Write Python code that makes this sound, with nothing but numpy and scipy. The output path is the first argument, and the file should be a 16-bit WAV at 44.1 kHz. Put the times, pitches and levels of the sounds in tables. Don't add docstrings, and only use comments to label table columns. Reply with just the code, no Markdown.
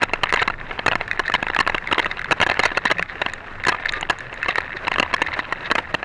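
import sys
import numpy as np
from scipy import signal
from scipy.io import wavfile

SR = 44100
rng = np.random.default_rng(int(sys.argv[2]) if len(sys.argv) > 2 else 0)


def materialize(psi):
    bounded = np.clip(np.atleast_2d(psi).T, -1, 1)
    quanta = np.round(bounded * 32767).astype(np.int16)
    wavfile.write(sys.argv[1], SR, quanta)


N = 266364
TIME = np.arange(N) / SR
BLOW_S = np.arange(round(.05 * SR)) / SR

# start of the main contact in seconds, nominal length in ms, level in dB before the band shares.
MOUNT_KNOCKS = [(0.0192, 6.8, -15.5), (0.0303, 8.7, -11.5), (0.1344, 6.15, -12.5), (0.2334, 7.1, -11.0),
                (0.2575, 1.2, -18.5), (0.3254, 1.68, -7), (0.338, 8, -12), (0.3725, 3.2, -14.5),
                (0.4173, 13.7, -15), (0.4767, 6.65, -13), (0.5, 8.2, -19.5), (0.7096, 5.7, -21),
                (0.7916, 4.5, -17), (0.8621, 5.7, -11), (0.8805, 6.4, -11), (0.9143, 1.8, -12.5),
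                (0.9203, 4.4, -15.5), (0.9314, 4.2, -16.5), (0.9543, 3.8, -12), (1.0108, 1.93, -13),
                (1.194, 7.6, -13), (1.2985, 1.2, -11), (1.339, 5.9, -11.5), (1.35, 3.7, -11.5),
                (1.4269, 3.46, -13), (1.4672, 2.6, -15.5), (1.4999, 3.4, -15.5), (1.5639, 4, -12.5),
                (1.589, 3.5, -10.0), (1.602, 11.3, -12.5), (1.665, 2.65, -16), (1.675, 3.6, -10.5),
                (1.6967, 4.4, -14), (1.7452, 7.6, -15), (1.9129, 7.4, -16.5), (1.9259, 6.6, -11.5),
                (1.9806, 6, -13), (1.9933, 8.3, -13), (2.0579, 9.6, -18), (2.3097, 3.9, -11.5),
                (2.3178, 11.5, -12.5), (2.4017, 4.3, -13), (2.414, 5.8, -11), (2.4257, 11.5, -14),
                (2.4645, 11, -16), (2.4907, 2.54, -16.5), (2.498, 2.65, -9.5), (2.5143, 6.5, -14.5),
                (2.572, 1.35, -17), (2.593, 10.3, -12), (2.635, 3.26, -10), (2.6532, 10.6, -12.5),
                (2.7166, 4.3, -19), (2.7723, 8.6, -13), (2.8536, 6.2, -10.3), (2.9004, 6.7, -16),
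                (2.9125, 10.9, -13), (2.9943, 3, -13.5), (3.2159, 7.2, -14.5), (3.2622, 2.8, -13),
                (3.667, 6.9, -13.5), (3.6836, 14.3, -12.5), (3.7204, 8.8, -19), (3.746, 7.2, -21.5),
                (4.0284, 3.55, -16.5), (4.0979, 12.7, -13), (4.328, 3.4, -25), (4.4597, 2, -17),
                (4.4838, 11.4, -15.5), (4.582, 4.45, -11.7), (4.8702, 6.1, -19), (4.8797, 3.56, -11.5),
                (4.916, 4.4, -14.5), (4.9591, 2.6, -14.5), (4.9831, 4.7, -14), (4.998, 7.1, -10.5),
                (5.0277, 6.3, -14), (5.13, 5.1, -22), (5.139, 7.86, -12), (5.2175, 8.5, -12.5),
                (5.2847, 4.3, -22), (5.3911, 2.7, -12.5), (5.524, 5.47, -15), (5.702, 7.6, -19.5),
                (5.7138, 7.9, -11.5), (5.7527, 6.9, -13.5), (5.7815, 9.1, -15.5), (5.942, 9.8, -14.5),
                (6.0287, 3.2, -18)]
# start of the main contact in seconds, level in dB before the band shares.
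CABLE_TICKS = [(0.2932, -18.4), (0.3033, -21), (0.3608, -13), (1.0787, -21), (1.113, -12.5), (1.131, -22.5),
               (1.257, -22), (1.28, -13), (1.32, -17), (1.484, -18.7), (1.5473, -14.5), (1.7812, -16.5),
               (1.8735, -17), (1.946, -19.5), (2.045, -16), (2.193, -19), (2.2159, -19.4), (2.244, -19.0),
               (2.5416, -19.5), (2.9834, -17.5), (3.0259, -12), (3.2873, -25), (3.2976, -24), (3.3366, -22),
               (3.6383, -18), (3.6509, -15), (3.8588, -15), (3.936, -16), (4.2054, -22), (4.4293, -13.5),
               (4.4455, -23), (4.557, -12.7), (4.6076, -21), (4.94, -16), (5.165, -22.5), (5.2641, -21)]
# start in seconds, level in dB that the ring levels are added to.
METAL_CLINKS = [(2.635, -19), (3.3358, -22.5), (3.671, -22), (3.9228, -23), (4.011, -19), (4.187, -31.5),
                (4.341, -36)]
# time in seconds, roughness in dB (a relative scale).
GROUND_SHAKE = [(0.0, -38.5), (0.37, -32.5), (0.62, -38.5), (1.14, -37), (1.5, -35.5), (1.93, -31.5),
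                (2.25, -35), (2.47, -31.5), (3.5, -40.5), (3.9, -30), (4.22, -41), (4.58, -32.5),
                (4.74, -34.5), (5.08, -34.5), (5.5, -33.5), (6.04, -40.5)]
# middle in seconds, nominal length in ms, relative level in dB.
RATTLE_BURSTS = [(0.4, 41, -30.5), (1.269, 16, -34.5), (1.354, 28, -30), (2.023, 21, -34),
                 (2.115, 9.6, -29.5), (2.435, 17.3, -24), (2.651, 69, -30), (2.764, 42, -40),
                 (2.873, 26, -29), (3.105, 53, -39.5), (3.701, 42, -38), (3.892, 13.3, -23.5),
                 (3.962, 52, -38.5), (4.376, 6.4, -31), (4.506, 27, -30), (4.58, 20, -34),
                 (4.768, 28, -39.5), (4.937, 31, -38), (5.27, 15, -33), (5.339, 17, -31.5),
                 (5.399, 26, -35), (5.659, 33, -31.5)]
# middle in seconds, length in seconds, average pitch in Hz, peak level in dB.
HUMS_AND_WHINES = [(1.014, 0.24, 108.4, -40), (2.994, 0.12, 171.5, -35.5), (3.737, 0.045, 1203, -25.5),
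                   (3.967, 0.13, 1200, -32.5), (4.254, 0.092, 128.5, -39.5)]
# time in seconds, level in dB.
WIND_STRENGTH = [(0, -38), (.4, -37.5), (1.1, -38), (2.4, -39), (3.2, -40.5), (4.5, -42.5), (5.0, -38.5),
                 (6.04, -41.5)]
# central pitch in Hz, relative level in dB,
# nominal time in seconds to fade by 60 dB.
MOUNT_RING = [(333, -42, 0.0021), (626, -17, 0.012), (751, -10, 0.027), (1020, 3.5, 0.015),
              (1305, -2, 0.015), (1716, -2, 0.018), (2010, 0, 0.01), (2743, 2, 0.012), (3144, -0.5, 0.009),
              (3962, 4.5, 0.0083), (4280, -21, 0.019), (5410, -9, 0.013), (6680, -14, 0.013)]
# central pitch in Hz, relative level in dB,
# nominal time in seconds to fade by 60 dB.
PARTS_RING = [(1300, -27, 0.0035), (1678, 1.5, 0.014), (1823, 5.5, 0.018), (2087, 7, 0.0091),
              (2596, -7.5, 0.032), (3740, -2.5, 0.014), (3940, 1.5, 0.0064), (5940, -36, 0.0061),
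              (6730, -58.5, .010), (9500, -43, .004)]
# pitch in Hz, relative level in dB,
# time in seconds to fade by 60 dB.
METAL_RING = [(6770, -3.5, 0.0045), (7040, -20, 0.015), (9500, -32.5, .007)]
# frequency in Hz, relative level in dB per Hz.
TYRE_SPECTRUM = [(110, -6), (220, -8.5), (350, -3.5), (550, -2.5), (1000, -3.5), (1700, -1), (2400, -11),
                 (3300, -24), (4000, -39), (5200, -64), (7200, -40), (10000, -60)]
# frequency in Hz, relative level in dB per Hz.
WIND_SPECTRUM = [(20, 11.5), (35, -18.5), (60, -3.5), (120, -5.5), (200, -12.5), (400, -21), (1500, -75)]

LEAD_S = .005
CRACK_FROM_HZ = 2585
THUD_DB, CLACK_DB = -3.5, -1
KNOCK_MS, KNOCK_DB, CRACK_DB = 5.7, -9.5, -11.0
CRACK_DB_PER_DOUBLING, CRACK_DB_PER_DB = 5, 1.53
TICK_MS, TICK_CLACK_DB, TICK_CRACK_DB = 3.0, 0, -15
FRAME_HZ, FRAME_T60_S, FRAME_DB = 85, 0.044, -33.5
JOG_DB = -11
CHATTER_DB = -1.5
HOUSING_HZ, WHINE_HZ, CUTOFF_HZ = 6580, 7400, 10900


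def mount():
    s, ms, level_db = np.transpose(MOUNT_KNOCKS)
    blows = bounces(ms * .85, MOUNT_RING, graze=0.041, rebound=0.5, scatter_db=6.5, detune=0.043, count=11)
    blows = np.tanh(blows * (1 + 0.014 * ms[:, None]))
    hardness_db = CRACK_DB_PER_DOUBLING * np.log2(ms / KNOCK_MS)
    hardness_db = hardness_db + CRACK_DB_PER_DB * (level_db - KNOCK_DB)
    low_part = cut(cut(blows, 1348, "low", order=4), 204, "high", order=1)
    thud = at_level(low_part, ms, level_db + THUD_DB)
    clack = at_level(clack_of(blows), ms, level_db + CLACK_DB)
    crack = at_level(crack_of(blows), ms, level_db + CRACK_DB + hardness_db)
    return played(s - LEAD_S, thud + clack + crack)


def frame():
    s, ms, level_db = np.transpose(MOUNT_KNOCKS)
    shove = ms / KNOCK_MS * from_db(level_db - KNOCK_DB + FRAME_DB)
    return ring(played(s, shove[:, None]), FRAME_HZ, FRAME_T60_S)


def ticks():
    s, level_db = np.transpose(CABLE_TICKS)
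    ms = np.full(len(s), TICK_MS)
    blows = bounces(ms * 0.55, PARTS_RING, graze=0.12, rebound=0.35, scatter_db=6.5, detune=0.037, count=5)
    clack = at_level(clack_of(blows), ms, level_db + TICK_CLACK_DB)
    crack = at_level(crack_of(blows), ms, level_db + TICK_CRACK_DB)
    return played(s - LEAD_S, clack + crack)


def clinks():
    s, clink_db = np.transpose(METAL_CLINKS)
    jogged = [(hz, level_db + JOG_DB, t60) for hz, level_db, t60 in PARTS_RING]
    out = np.zeros(N)
    for hz, level_db, t60 in list(METAL_RING) + jogged:
        strength = from_db(clink_db + level_db + rng.normal(0, 3.6, len(s)))
        out += ring(played(s, strength[:, None]), hz, t60)
    return out


def crunches():
    bursts = sum(from_db(db) * swell(s, ms * 1.08 / 1000) for s, ms, db in RATTLE_BURSTS)
    buzz = grains(2200, PARTS_RING, spread_db=29.5)
    buzz = cut(cut(buzz, 500, "high"), 4640, "low")
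    return from_db(8.5) * bursts * buzz


def chatter(shake_db):
    parts_taps = grains(110, PARTS_RING, spread_db=17.5)
    mount_taps = grains(70, MOUNT_RING, spread_db=20.0)
    taps = parts_taps + from_db(-2.0) * mount_taps
    soft = cut(cut(taps, 530, "high"), 2800, "low", order=4)
    return from_db(shake_db + CHATTER_DB) * soft


def tyres(shake_db):
    swell_db = 0.15 * (shake_db - np.mean(shake_db))
    return from_db(-36.5 + swell_db) * banded_noise(TYRE_SPECTRUM, patchy_db=2.5, flutter=70)


def tones():
    out = np.zeros(N)
    for s, length_s, hz, level_db in HUMS_AND_WHINES:
        pitch = hz * (1 + 0.005 * drift(41))
        tone = np.sin(2 * np.pi * np.cumsum(pitch) / SR)
        out += from_db(level_db) * swell(s, length_s) * tone
    return out


def wind():
    return from_db(in_time(WIND_STRENGTH)) * banded_noise(WIND_SPECTRUM, patchy_db=0.9, flutter=11)


def bounces(length_ms, modes, graze, rebound, scatter_db, detune, count):
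    blows = len(length_ms)
    length = np.asarray(length_ms) * SR / 1000
    share = (np.arange(count) - 1 + rng.random((blows, count))) / (count - 1)
    delay = share * length[:, None]
    force = rebound * rng.choice([-1, 1], (blows, count))
    force *= np.sqrt(length / length.max())[:, None]
    delay[:, 0], force[:, 0] = -LEAD_S * SR * rng.random(blows), graze
    delay[:, 1], force[:, 1] = 0, 1
    at = np.clip(LEAD_S * SR + delay, 0, len(BLOW_S) - 1).astype(int)
    freedom = (length / length.mean()) ** 0.19
    rows = np.arange(blows)[:, None]
    out = np.zeros((blows, len(BLOW_S)))
    for hz, level_db, t60 in modes:
        clicks = np.zeros_like(out)
        strength = from_db(level_db + scatter_db * rng.standard_normal(at.shape))
        np.add.at(clicks, (rows, at), force * strength)
        pitches = hz * np.exp(detune * rng.standard_normal(blows))
        out += [ring(row, pitch, t60 * free) for row, pitch, free in zip(clicks, pitches, freedom)]
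    return -out / np.abs(out).max(axis=1, keepdims=True)


def clack_of(blows):
    return cut(blows, [1400, CRACK_FROM_HZ], "band")


def crack_of(blows):
    return cut(blows, CRACK_FROM_HZ, "high", order=4) * (BLOW_S >= LEAD_S)


def at_level(blows, length_ms, level_db):
    power = np.sum(blows ** 2, axis=1) / (length_ms * SR / 1000)
    gain = from_db(level_db) / np.sqrt(np.abs(power) + 1e-20)
    return blows * gain[:, None]


def played(times, blows):
    out = np.zeros(N)
    for s, blow in zip(times, blows):
        add(out, s, blow)
    return out


def add(out, s, sound):
    i = max(round(s * SR), 0)
    out[i:i + len(sound)] += sound[:N - i]


def grains(per_s, modes, spread_db):
    clicks = (rng.random(N) < per_s / SR) * from_db(spread_db * rng.random(N))
    out = np.zeros(N)
    for hz, level_db, t60 in modes:
        out += ring(clicks * rng.standard_normal(N), hz, t60) * from_db(level_db)
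    return rms_one(out)


def ring(clicks, hz, t60):
    r, w = from_db(-60 / (t60 * SR)), 2 * np.pi * hz / SR
    return signal.lfilter([0, np.sin(w)], [1, -2 * r * np.cos(w), r * r], clicks + 1e-18)


def banded_noise(spectrum, patchy_db, flutter):
    edges = 15 * 2 ** np.arange(0, 10.1, .5)
    together = drift(flutter)
    white = rng.standard_normal((2, N))
    points_hz, points_db = np.transpose(spectrum)
    out = np.zeros(N)
    for k, (low, high) in enumerate(zip(edges, edges[1:])):
        level_db = np.interp(np.log(low * high) / 2, np.log(points_hz), points_db)
        level_db = level_db + patchy_db * (together + drift(flutter))
        out += cut(white[k % 2], [low, high], "band") * from_db(level_db)
    return rms_one(out)


def drift(rate):
    knots = rng.standard_normal(int(rate * N / SR) + 2)
    return rms_one(np.interp(TIME * rate, np.arange(len(knots)), knots))


def swell(middle_s, length_s):
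    return np.cos(np.pi * np.clip((TIME - middle_s) / length_s, -.5, .5))


def in_time(rows):
    return np.interp(TIME, *np.transpose(rows))


def cut(x, hz, kind, order=2):
    return signal.sosfilt(signal.butter(order, hz, kind, fs=SR, output="sos"), x)


def from_db(db):
    return 10 ** (np.asarray(db) / 20)


def rms_one(x):
    return x / np.sqrt(np.mean(x ** 2) + 1e-20)


def scene():
    shake_db = in_time(GROUND_SHAKE)
    rattles = mount() + frame() + ticks() + clinks() + crunches() + chatter(shake_db)
    background = tyres(shake_db) + tones() + wind()
    return (rattles + background)[None]


def record(dry):
    resonance = signal.lfilter(*signal.iirpeak(HOUSING_HZ, 9.0, fs=SR), dry)
    whine = from_db(-82.0) * np.sin(2 * np.pi * WHINE_HZ * TIME)
    coloured = dry + .5 * resonance + whine
    ceiling = .75
    rounded = coloured / (1 + (coloured / ceiling) ** 6) ** (1 / 6)
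    return cut(rounded, CUTOFF_HZ, "low", order=20)


dry = scene()
out = record(dry)
materialize(out)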